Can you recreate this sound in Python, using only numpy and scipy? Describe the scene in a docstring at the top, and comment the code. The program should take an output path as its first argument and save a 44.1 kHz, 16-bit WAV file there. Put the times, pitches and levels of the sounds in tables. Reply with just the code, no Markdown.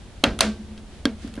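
"""In a small room, a hard-shelled purse is handled close to the microphone.
Its clasp snaps twice, the case knocks on the table, and fingers brush and tap it.
Each impact excites damped normal modes of the hollow case, and the hard ones ring the clasp too.
The room answers with a short reverberant tail and a low boom over a faint rumble."""
import sys
import numpy as np
from scipy import signal
from scipy.fft import rfft, irfft
from scipy.io import wavfile

SR = 44100
rng = np.random.default_rng(int(sys.argv[2]) if len(sys.argv) > 2 else 0)


def store_wav(level_fs):
    """Save 16-bit WAV to argv[1]."""
    pcm = np.round(np.clip(np.atleast_2d(level_fs), -1, 1) * 32767)
    wavfile.write(sys.argv[1], SR, pcm.T.astype(np.int16))


N = 61739


def from_db(db):
    """Amplitude ratio: a factor of ten for every 20 dB."""
    return 10 ** (np.asarray(db) / 20)


def at_hz(points, hz):
    """Interpolation on a logarithmic frequency axis."""
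    frequencies, values = np.transpose(points)
    return np.interp(np.log(hz), np.log(frequencies), values)


def envelope(points):
    """Exponential growth and decay between (time_s, level_db) points; the end levels hold."""
    return from_db(np.interp(np.arange(N) / SR, *np.transpose(points)))


def impulses(times_s, levels_db):
    """Impulsive force: each impact lasts one sample."""
    force = np.zeros(N)
    np.add.at(force, (np.asarray(times_s) * SR).astype(int), from_db(levels_db))
    return force


def ring(force, modes, alternate=True):
    """Modal superposition: force convolved with damped sines, by default of alternating sign."""
    t = np.arange(N) / SR
    response = 0
    for k, (hz, db, t60) in enumerate(modes):
        sign = (-1) ** k if alternate else 1
        response += sign * from_db(db - 60 * t / t60) * np.sin(2 * np.pi * hz * t)
    return signal.fftconvolve(force, response)[:N]


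def noise(spectrum, coherence, size=N, tilt_db=0):
    """Partially coherent stereo noise, of unit rms before a tilt per octave about 2 kHz."""
    hz = np.maximum(np.arange(size // 2 + 1) * SR / size, 1)
    gain = from_db(at_hz(spectrum, hz))
    gain /= np.sqrt(np.mean(gain ** 2))
    alike = at_hz(coherence, hz)
    octaves = np.log2(np.maximum(hz, 500) / 2000)
    mid, side = rfft(rng.standard_normal((2, size)))
    pair = np.sqrt((1 + alike) / 2) * mid + np.sqrt((1 - alike) / 2) * side * [[1], [-1]]
    return irfft(pair * gain * from_db(tilt_db * octaves), size)


def add(out, start_s, sound):
    """Linear superposition of a delayed sound."""
    i = int(start_s * SR)
    out[:, i:i + sound.shape[1]] += sound[:, :N - i]


# background spectrum: frequency_hz, density_db
RUMBLE_SPECTRUM = [(20, -7.5), (40, 0.5), (80, 2.5), (130, -9.5), (220, -9.5), (400, -17), (700, -20),
                   (1300, -30.5), (3000, -47.5), (6000, -42), (10500, -40), (12500, -76)]
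# left-right likeness of rumble and brushing: frequency_hz, coherence
DIFFUSE_COHERENCE = [(30, 0.91), (200, 0.95), (1000, 0.77), (3000, 0.41), (5500, 0.22), (9000, 0.21)]
def room_rumble():
    """Ambient noise: a steady low rumble, most coherent at long wavelengths."""
    return from_db(-41) * noise(RUMBLE_SPECTRUM, DIFFUSE_COHERENCE)


# strength of the rubbing: time_s, level_db
BRUSH_LEVELS = [(0.70, -54.5), (0.77, -55), (0.82, -57.5), (0.95, -52), (1.03, -55.5), (1.17, -55.5),
                (1.24, -47), (1.31, -55), (1.39, -55)]
# friction spectrum: frequency_hz, density_db
BRUSH_SPECTRUM = [(300, -20), (1500, 3), (3500, 2.5), (6000, -3.5), (10000, -9), (12500, -28)]
def finger_brush():
    """Sliding friction: fingers on the shell make a faint hiss throughout, with late swells."""
    return envelope(BRUSH_LEVELS) * noise(BRUSH_SPECTRUM, DIFFUSE_COHERENCE)


# fingertips, or the case bouncing on the table: start_s, level_db, cutoff_hz
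SOFT_TAPS = [(0.0790, -40, 900), (0.2551, -11, 1200), (0.2656, -21, 1100), (1.2456, -15.5, 322),
             (1.3767, -17.5, 1200)]
def soft_taps():
    """Compliant impact: a soft contact low-passes the case's ring, its crack and the room's tail."""
    out = np.zeros((2, N))
    for start_s, level_db, cutoff_hz in SOFT_TAPS:
        knock = case(impulses([start_s], [level_db])) * np.ones((2, 1))
        add(knock, start_s, from_db(level_db - 9) * crack())
        add(knock, start_s, from_db(level_db - 1.5) * room_tail())
        softness = signal.butter(2, cutoff_hz, fs=SR, output="sos")
        out += signal.sosfilt(softness, knock + 1e-18)
    return out


# modes of the hard shell: pitch_hz, level_db, t60_s
SHELL_MODES = [(1340, -9.5, 0.0072), (1611, -12.5, 0.041), (3260, -15, 0.028), (3670, -22.5, 0.042),
               (4370, -14, 0.022), (4870, -24, 0.019), (5260, -14.5, 0.014)]
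# modes of the hollow, starting in phase: pitch_hz, level_db, t60_s
CAVITY_MODES = [(237.7, -12, 0.19), (277.6, -6.5, .09), (329.6, -23, 0.11), (448, -24, 0.17),
                (545, -25.5, 0.092), (880, -33.5, 0.034)]
def case(force):
    """Shell and cavity resonance: a clack and a thump; so small a radiator gives little bass."""
    low_cut = signal.butter(3, 218, "high", fs=SR, output="sos")
    thump = signal.sosfilt(low_cut, ring(force, CAVITY_MODES, alternate=False))
    return ring(force, SHELL_MODES) + thump


# spectrum of the impact transient: frequency_hz, density_db
CRACK_SPECTRUM = [(130, -41), (300, -10), (620, 8.5), (900, -9.5), (1350, 6.5), (2000, -0.5), (4000, 4),
                  (6000, -5), (10000, -2), (12000, -21), (16000, -28)]
# left-right likeness of an impact and its tail: frequency_hz, coherence
IMPACT_COHERENCE = [(30, 0.99), (200, 1), (1500, .98), (3000, 0.95), (5500, 0.68), (9000, 0.2)]
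def crack(tilt_db=0, t60_s=0.0096, size=2048):
    """Impact transient: hard surfaces meet in a dense rattle that decays exponentially."""
    t = np.arange(size) / SR
    return noise(CRACK_SPECTRUM, IMPACT_COHERENCE, size, tilt_db) * from_db(-60 * t / t60_s)


# spectrum of the reverberant field: frequency_hz, density_db
TAIL_SPECTRUM = [(60, 4.5), (130, -2), (250, -0.5), (600, 2.5), (950, -2), (1400, 1), (2700, -5),
                 (4500, -9), (7000, -16), (10500, -23.5), (13000, -68)]
# reverberation time: frequency_hz, t60_s
REVERB_TIMES = [(60, 0.75), (250, 0.46), (600, 0.26), (1500, 0.2), (4000, 0.29), (10000, 0.25)]
def room_tail(tilt_db=0, build_cycles=1.56, size=32768):
    """Reverberation: each octave decays at its own rate, and the lows build up later than the highs."""
    t = np.arange(size) / SR
    hz = np.maximum(np.arange(size // 2 + 1) * SR / size, 1)
    spectrum = rfft(noise(TAIL_SPECTRUM, IMPACT_COHERENCE, size, tilt_db))
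    out = 0
    for centre_hz in 31.25 * 2 ** np.arange(10):
        band = np.maximum(1 - abs(np.log2(hz / centre_hz)), 0)
        build = 1 - np.exp(-t * centre_hz / build_cycles)
        decay = from_db(-60 * t / at_hz(REVERB_TIMES, centre_hz))
        out += irfft(spectrum * band, size) * build * decay
    return out * from_db(-19)


# pulses of the rocking case: time_s, rms_db
ROCKING_LEVELS = [(0.235, -65), (0.26, -37), (0.29, -61), (0.325, -26), (0.355, -55), (0.40, -30),
                  (0.44, -56.5)]
def case_rocking(pitch_hz=61.9):
    """Amplitude modulation: a dull low tone pulses as the case rocks after the first snap."""
    return np.sqrt(2) * envelope(ROCKING_LEVELS) * np.sin(2 * np.pi * pitch_hz * np.arange(N) / SR)


# modes of the clasp: pitch_hz, level_db, t60_s
CLASP_MODES = [(580, -28, 0.028), (1320, -11, 0.023), (1560, -16, 0.013), (2010, -14, 0.018),
               (2200, -14, .018), (2537, -12.5, 0.02), (2727, -12.5, 0.032), (2930, -11.5, 0.019),
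               (3238, -11.5, 0.033), (3857, -12.5, 0.022), (4150, -11, 0.013), (4840, -26, 0.027),
               (5800, -25.5, 0.0057), (6350, -17, 0.018), (7800, -19, 0.0027), (9770, -29, 0.02)]
def clasp(force):
    """Free vibration: the struck clasp rings in bright, quickly damped modes."""
    return ring(force, CLASP_MODES)


# resonances of the room: pitch_hz, level_db, t60_s
ROOM_MODES = [(255, -22, 0.19), (357.5, -37.5, 1.09), (438.4, -37, 0.46), (482, -50, 0.5),
              (556, -27.5, 0.19), (652, -27.5, .27), (1136, -39, 0.3), (1430, -29.5, 0.12),
              (1560, -44, 0.51), (1858, -38, 0.16), (2670, -43, 0.05)]
def room_resonance(times_s, levels_db, delay_s=0.0054):
    """Standing waves: the room's modes ring a moment after each hard contact."""
    return ring(impulses(times_s + delay_s, levels_db), ROOM_MODES)


# snaps and knocks: start_s, clasp_db, case_db, crack_db, tilt_db_per_octave, room_db
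HARD_CONTACTS = [(0.2368, -25, -52, -28, -11, -30.5), (0.2390, 1.5, -6.5, -9, -2.5, -1.5),
                 (0.39, -17, -41, -20, 0.5, -15.5), (0.4067, -11, -25.5, -1, 0, -2.5),
                 (0.4086, -10, -20, -3.5, 2.5, -2.5), (0.4324, -25, -53, -17.5, -3.5, -13.5),
                 (0.777, -36, -34, -55, 3.5, -35), (1.0545, -39, -3.5, -12.5, -1.5, -15.5),
                 (1.276, -68, -34.5, -46, 3, -31), (1.3399, -38.5, -58.5, -37, 2, -35),
                 (1.355, -40, -51, -43, 3, -47), (1.3650, -43, -63, -42.5, 0.5, -42)]
def hard_contacts():
    """Impulse excitation: every hard contact cracks and sets clasp, case and room ringing."""
    times_s, clasp_db, case_db, _, _, rooms_db = np.transpose(HARD_CONTACTS)
    rings = clasp(impulses(times_s, clasp_db)) + case(impulses(times_s, case_db))
    rings += room_resonance(times_s, rooms_db)
    out = np.array([rings, rings])
    for start_s, _, _, crack_db, tilt_db, room_db in HARD_CONTACTS:
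        add(out, start_s, from_db(crack_db) * crack(tilt_db))
        add(out, start_s, from_db(room_db) * room_tail(tilt_db))
    return out


# swells of the boom: time_s, rms_db
BOOM_LEVELS = [(0.24, -92), (0.29, -33.5), (0.40, -44.5), (0.45, -27.5), (0.49, -22.5), (0.525, -30.5),
               (0.56, -57), (0.605, -33), (0.665, -51.5), (0.715, -37), (0.78, -45.5), (0.85, -51),
               (1.05, -66.5), (1.12, -32.5), (1.20, -55), (1.30, -45.5), (1.40, -45)]
def room_boom(pitch_hz=214.6):
    """Room resonance: one low tone swells and dips after the snaps and knocks."""
    return np.sqrt(2) * envelope(BOOM_LEVELS) * np.sin(2 * np.pi * pitch_hz * np.arange(N) / SR)


def scene(pan_db=0.63):
    """Superposition: a level difference sets the purse slightly right; the low sounds stay centred."""
    purse = hard_contacts() + soft_taps() + finger_brush()
    pan = from_db([[-pan_db / 2], [pan_db / 2]])
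    return purse * pan + case_rocking() + room_boom() + room_rumble()


def record(dry, cutoff_hz=12032):
    """Saturation and band limiting: the snaps overload the microphone, and the top is cut steeply."""
    saturated = dry / (1 + dry ** 4) ** 0.25
    low_pass = signal.ellip(8, 0.2, 70, cutoff_hz, fs=SR, output="sos")
    return signal.sosfilt(low_pass, saturated)


dry = scene()
out = record(dry)
store_wav(out)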